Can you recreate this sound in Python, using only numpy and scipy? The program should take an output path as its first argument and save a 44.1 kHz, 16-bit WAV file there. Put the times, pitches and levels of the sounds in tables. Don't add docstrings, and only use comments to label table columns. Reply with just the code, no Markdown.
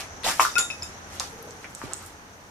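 import sys
import numpy as np
from scipy import signal
from scipy.fft import rfft, irfft, next_fast_len
from scipy.io import wavfile
from scipy.ndimage import uniform_filter1d

SR = 44100
rng = np.random.default_rng(int(sys.argv[2]) if len(sys.argv) > 2 else 0)


def to_wav(sig):
    pcm = np.clip(np.atleast_2d(sig), -1, 1) * 32767
    pcm = np.round(pcm).astype(np.int16)
    wavfile.write(sys.argv[1], SR, pcm.T)


def voltage_ratio(level):
    return 10 ** (np.asarray(level, float) / 20)


N = 110250


def rms_one(x):
    return x / np.sqrt(np.mean(x ** 2) + 1e-20)


def in_time(rows):
    s, *columns = np.transpose(rows)
    return [np.interp(np.arange(N) / SR, s, column) for column in columns]


def at_hz(points, hz):
    table_hz, values = np.transpose(points)
    return np.interp(np.log(hz), np.log(table_hz), values)


def sides(pan_db):
    return voltage_ratio(np.array([[.5], [-.5]]) * pan_db)


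def drift(rate_hz):
    step = 20
    r = np.exp(-2 * np.pi * rate_hz * step / SR)
    noise = rng.standard_normal(N // step + 2002)
    slow = signal.lfilter([1], [1, -2 * r, r * r], noise)[2000:]
    return np.interp(np.arange(N) / step, np.arange(len(slow)), rms_one(slow))


def ring(clicks, hz, t60):
    r, w = voltage_ratio(-60 / (t60 * SR)), 2 * np.pi * hz / SR
    return signal.lfilter([0, np.sin(w)], [1, -2 * r * np.cos(w), r * r], clicks + 1e-18)


# t/s, level/dB, f/Hz of the emphasised grains,
# tilt towards small, high grains/(dB per octave)
SOLE_PRESSURE = [(0, -33, 2470, 1), (.03, -44, 2450, 0.5), (.1, -57.5, 1690, -4), (.236, -61, 4000, 2.5),
                 (.246, -24.5, 3930, 0), (.258, -27.5, 3530, 1.5), (.268, -22.5, 730, 0),
                 (.29, -22.5, 1070, 1), (.315, -29.5, 1470, 3), (.335, -34.5, 1500, 1.5),
                 (.39, -42, 3000, 3.5), (.41, -18.5, 7100, 0), (.435, -29.5, 5500, 4.5),
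                 (.46, -29.5, 5600, 2), (.5, -41, 4900, 0.5), (.575, -46, 5970, 3), (.59, -23, 6800, 1),
                 (.64, -49.5, 6700, -1), (1.05, -59.5, 3000, 1), (1.15, -44, 1450, 2),
                 (1.195, -47, 4060, -0.5), (1.203, -33.5, 5550, 0.5), (1.24, -41, 5100, 0.5),
                 (1.33, -58, 3000, 7), (1.6, -61, 2007, 5), (1.65, -38.5, 2520, -3), (1.7, -64, 2000, 12.5),
                 (1.8, -49, 1510, 2.5), (1.85, -42, 610, -0.5), (1.89, -47, 497, -3.5),
                 (1.92, -40, 1290, -2), (1.97, -54.5, 1000, 4), (2.02, -42.5, 890, -2),
                 (2.07, -54, 3030, 9), (2.11, -46, 1500, -0.5), (2.2, -76, 2000, 18)]
# f/Hz, level/dB
GRAIN_WEIGHT = [(250, -15), (500, -10), (800, -10.5), (1400, -10.5), (2500, -13.5), (4000, -13),
                (7000, -15), (10500, -22.5), (15500, -30)]
GRAINS_PER_S, GRAIN_SPREAD_DB = 12000, 0.5
GRAIN_T60_CYCLES = 20.7
GRAIN_PEAK_OCTAVES, GRAIN_PEAK_DB = 0.21, 6


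def grit():
    level_db, peak_hz, tilt_db = in_time(SOLE_PRESSURE)
    strength = voltage_ratio(GRAIN_SPREAD_DB * np.minimum(rng.exponential(1, N), 5)) * rng.choice([-1, 1], N)
    born = rng.random(N) < GRAINS_PER_S * voltage_ratio(2.2 * drift(80)) / SR
    pitches = np.geomspace(300, 15000, 28)
    dealt = rng.integers(0, len(pitches), N)
    grain_hz = pitches[dealt]
    octaves_off = np.log2(grain_hz / peak_hz)
    near_db = GRAIN_PEAK_DB * np.exp(-.5 * (octaves_off / GRAIN_PEAK_OCTAVES) ** 2)
    colour = voltage_ratio(near_db + tilt_db * np.log2(grain_hz / 2000))
    clicks = strength * born * colour * sides(rng.normal(0, 1.33, N))
    out = np.zeros((2, N))
    for k, hz in enumerate(pitches):
        lag = rng.integers(-5, 6)
        weight = voltage_ratio(at_hz(GRAIN_WEIGHT, hz)) * hz
        left, right = weight * ring(clicks * (dealt == k), hz, GRAIN_T60_CYCLES / hz)
        out += [left, np.roll(right, lag)]
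    running_rms = np.sqrt(uniform_filter1d(np.mean(out ** 2, axis=0), size=4000) + 1e-20)
    return voltage_ratio(level_db) * out / running_rms


# t/s, peak level of the pulse before panning/dB, nominal f/Hz,
# relative ring length/cycles, left-minus-right level/dB
SNAP_EVENTS = [(.007, -19.5, 5800, 1.3, -2), (0.2344, -23, 3000, .8, 3), (.2337, -31, 9000, 8.0, 0),
               (.263, -19, 740, 7.3, -3), (0.3958, -2.5, 1130, 2.9, 0.5), (0.398, -9.5, 2350, 4.2, 7.5),
               (0.242, -20, 3860, 14, -6), (.3965, -18, 8800, 2.0, 0), (0.414, -27, 7800, 13, 0),
               (1.84, -42, 130, 2.5, -15), (.4505, -11, 1356, 4.5, 1.5), (0.5823, -8.5, 4630, 0.5, -5.5),
               (.815, -47, 79.5, 4.0, 0), (1.1985, -9, 6000, 1.8, -1), (1.204, -20.5, 1050, 1.7, 0),
               (1.4267, -31.5, 11400, 9.0, 10), (1.473, -38, 594, 5.5, -3), (1.508, -29.5, 6530, 3.0, -4),
               (1.644, -28, 2110, 2.8, -6), (1.7087, -36, 7540, 3.4, -2), (1.7498, -20, 7780, 3.0, -3),
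               (1.816, -23.5, 1420, 1.35, 2), (0.588, -30.5, 480, 1.9, 1), (1.65, -32, 2250, 1.8, 7),
               (2.026, -36, 11000, 3.2, 0), (2.051, -38, 8500, 3.0, 0), (1.837, -27, 336, 1.7, -1),
               (1.8417, -46, 6000, 1.5, -1), (1.9344, -14, 7750, 5.7, -10), (2.0629, -30.5, 8800, 3.3, -7)]
SPLINTER_DB, SPLINTER_T60_CYCLES = -14.5, 204


def fragment(excitation, hz, t60):
    rung = ring(ring(excitation, hz * 1.075, t60), hz / 1.05, t60)
    cut = signal.butter(3, 0.53 * hz, "high", fs=SR, output="sos")
    return signal.sosfilt(cut, rung)


def snaps():
    length = SR // 8
    out = np.zeros((2, N))
    patter = rng.standard_normal((len(SNAP_EVENTS), 2, length)) ** 3 / 4
    for (s, level_db, hz, cycles, pan_db), noise in zip(SNAP_EVENTS, patter):
        t60 = 1.73 * max(cycles, .5) / hz
        pulse = fragment(np.arange(length) == 0, hz, t60)
        peak = np.abs(pulse).max()
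        decay_db = -60 * np.arange(length) / SR * max(hz, 2500) / SPLINTER_T60_CYCLES
        splinters = fragment(noise * voltage_ratio(SPLINTER_DB + decay_db), hz, t60)
        splinters *= peak / np.sqrt(np.sum(pulse ** 2))
        snap = voltage_ratio(level_db) * sides(pan_db) * (pulse + splinters) / peak
        i = int(s * SR)
        out[:, i:i + length] += snap[:, :N - i]
    return out


# f/Hz, relative level/dB, t60/s
SHARD_MODES = [(1407, 3, .2), (2573, 8, 0.14), (3680, -0.5, 0.13), (5134, 7, 0.042), (6580, -4, 0.17),
               (6939, 5, 0.075), (7348, -4, 0.2), (9030, -4, 0.19), (10360, -1.5, 0.28), (10745, 3, 0.19),
               (12240, -12, 0.27), (12900, -10, 0.3), (14700, -7, 0.28)]
# t/s, relative level/dB, favoured f/Hz, reach about it/octaves, left-minus-right level/dB; those
# at .7098 and .8303 s repeat the hits just before them, about 8 ms later
SHARD_STRIKES = [(.413, -19.5, 12900, 0.091, 1), (.436, -28, 12900, 0.1, -2), (.497, -39, 3680, 0.2, 13),
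                 (.5551, -28, 2490, 0.68, 4), (.5631, -23.5, 1470, 0.26, 5.5),
                 (.5826, -27, 9450, 0.33, -2.5), (.59, -22.5, 7040, 0.13, -1),
                 (0.608, -27.5, 3680, 0.25, 8), (.645, -39, 3680, 0.12, -7), (.702, -32.5, 2620, 0.45, 2.5),
                 (.7098, -37.5, 4050, 0.35, 0.5), (.823, -31.5, 4900, 0.19, -0.5),
                 (0.8303, -41.5, 5700, 1.0, 0.5)]
TUMBLE_DB, TUMBLE_HZ = 3, 64
TWIN_DETUNING, TWIN_DB, TWINS_FROM_HZ = .006, -5, 4500


def shard():
    s, level_db, favoured_hz, reach, pan_db = np.transpose(SHARD_STRIKES)
    chance_db = rng.normal(0, 1.0, (len(s), len(SHARD_MODES)))
    start = int(s[0] * SR)
    strikes = (s * SR).astype(int) - start
    out = np.zeros((2, N))
    for k, (hz, mode_db, t60) in enumerate(SHARD_MODES):
        off_db = -np.minimum(5.6 * (np.log2(hz / favoured_hz) / reach) ** 2, 30)
        clicks = np.zeros((2, SR))
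        clicks[:, strikes] = voltage_ratio(level_db + mode_db + off_db + chance_db[:, k]) * sides(pan_db)
        rung = ring(clicks, hz, t60)
        if hz > TWINS_FROM_HZ:
            rung += voltage_ratio(TWIN_DB) * ring(clicks, hz * (1 + TWIN_DETUNING), 0.63 * t60)
        left, right = rung * voltage_ratio(TUMBLE_DB * drift(TUMBLE_HZ)[:SR])
        lag = rng.integers(0, 7)
        out[:, start:start + SR] += [left, np.roll(right, lag)]
    return out


# f/Hz, level/dB
WALL_LOSS = [(100, -16.5), (600, -10.5), (900, -4.5), (1300, -3), (1800, -5), (2500, -6), (5000, -5.5),
             (16000, -21)]
# f/Hz, t60/s
TAIL_DECAY = [(100, 0.17), (1000, 0.25), (4000, 0.24), (9000, 0.32), (16000, 0.16)]
ROUND_TRIP_M, SOUND_M_S = 2.62, 343
FLUTTER_DB, TAIL_DB = -0.5, -15
PORT_LAG_S = 0.00011


def corridor(x):
    size = next_fast_len(N + SR)
    hz = np.maximum(np.fft.rfftfreq(size, 1 / SR), 1)

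    def delay(s):
        return np.exp(-2j * np.pi * hz * s)

    spectrum = rfft(x, size)
    loop = np.minimum(voltage_ratio(at_hz(WALL_LOSS, hz)), .95) * delay(ROUND_TRIP_M / SOUND_M_S)
    flutter = voltage_ratio(FLUTTER_DB) * loop / (1 - loop) * np.array([delay(PORT_LAG_S), delay(0)])
    t60 = np.maximum(at_hz(TAIL_DECAY, hz), .05)
    tail = np.zeros((2, len(hz)), complex)
    for k, lag in enumerate(rng.uniform(.003, .035, 20)):
        path = voltage_ratio(-60 * lag / t60) * delay(lag)
        tail[k % 2] += np.sqrt(lag / 0.019) * path / (1 - path) * (-1) ** (k // 2)
    for lag in (.0011, .0023, .0047):
        tail *= (delay(lag) - .6) / (1 - .6 * delay(lag))
    wet = spectrum * (1 + flutter) + voltage_ratio(TAIL_DB) * spectrum.mean(axis=0) * tail
    return irfft(wet, size)[:, :N]


# f/Hz, coefficient
STEREO_CORRELATION = [(60, 0.89), (180, 0.89), (550, 0.77), (1650, -0.34), (4970, 0.063), (15000, -0.14)]
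# f/Hz, left-minus-right level/dB
STEREO_BALANCE = [(60, 1.5), (240, 1), (950, 0.5), (3770, -1.5), (15000, -0.5)]


def coloured(spectrum):
    hz = np.maximum(np.fft.rfftfreq(N, 1 / SR), 1)
    mid, side = rfft(rng.standard_normal((2, N)))
    alike = np.clip(at_hz(STEREO_CORRELATION, hz), -1, 1)
    pair = np.sqrt(1 + alike) * mid + np.sqrt(1 - alike) * side * [[1], [-1]]
    gains = voltage_ratio(at_hz(spectrum, hz)) * sides(at_hz(STEREO_BALANCE, hz))
    return rms_one(irfft(pair * gains, N))


def narrow(hz, width_hz, own):
    band = signal.butter(2, [hz - width_hz / 2, hz + width_hz / 2], "band", fs=SR, output="sos")
    return rms_one(signal.sosfilt(band, rng.standard_normal(N) + own * rng.standard_normal((2, N))))


# t/s, relative rumble level/dB, mean insect level/dB
OUTDOOR_LEVELS = [(0.0, -46.5, -50.5), (0.3, -45.5, -49), (0.43, -47.5, -45.5), (0.88, -45.5, -52),
                  (1.38, -46.5, -52.5), (2.5, -50.5, -60.5)]
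# f/Hz, level/(dB per Hz)
RUMBLE_SPECTRUM = [(15, -38), (25, -9), (81, -4), (229, -7), (622, -9.5), (812, -6), (1110, -9.5),
                   (1540, -9), (3070, -20), (5000, -24), (6500, -43), (11000, -120)]
INSECT_HZ, INSECT_WIDTH_HZ, INSECT_THROB_DB = 6080, 1000, 2
HUM_HZ, HUM_WIDTH_HZ, HUM_DB = 86.2, 8.4, -57
DRONE_HZ, DRONE_WIDTH_HZ, DRONE_DB = 456, 67, -47.5
DRONE_CENTRE_S, DRONE_SPREAD_S = 1.44, 0.087


def outside():
    rumble_db, insect_db = in_time(OUTDOOR_LEVELS)
    rumble = coloured(RUMBLE_SPECTRUM) * voltage_ratio(rumble_db + 2.5 + 0.27 * drift(18))
    hum = narrow(HUM_HZ, HUM_WIDTH_HZ, own=0.21) * voltage_ratio(HUM_DB)
    swell = np.exp(-.5 * ((np.arange(N) / SR - DRONE_CENTRE_S) / DRONE_SPREAD_S) ** 2)
    drone = narrow(DRONE_HZ, DRONE_WIDTH_HZ, own=.3) * voltage_ratio(DRONE_DB) * swell
    throb_db = INSECT_THROB_DB * drift(56)
    insects = narrow(INSECT_HZ, INSECT_WIDTH_HZ, own=3.3) * voltage_ratio(insect_db + throb_db)
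    return rumble + hum + drone + insects


# f/Hz, level/(dB per Hz)
HISS_SPECTRUM = [(1500, -23), (3000, -8), (6000, -1.5), (9000, -4), (12000, -8), (16300, -9)]


def microphone_hiss():
    return voltage_ratio(-59) * coloured(HISS_SPECTRUM)


def scene():
    return corridor(grit() + snaps() + shard()) + outside()


def band_limit(x):
    return signal.sosfilt(signal.butter(12, 16320, fs=SR, output="sos"), x)


def record(dry):
    heard = np.clip(dry + microphone_hiss(), -1, 1)
    low_pass = signal.cheby2(12, 70, 16500, fs=SR, output="sos")
    finished = signal.sosfilt(low_pass, heard)
    return band_limit(finished)


dry = scene()
out = record(dry)
to_wav(out)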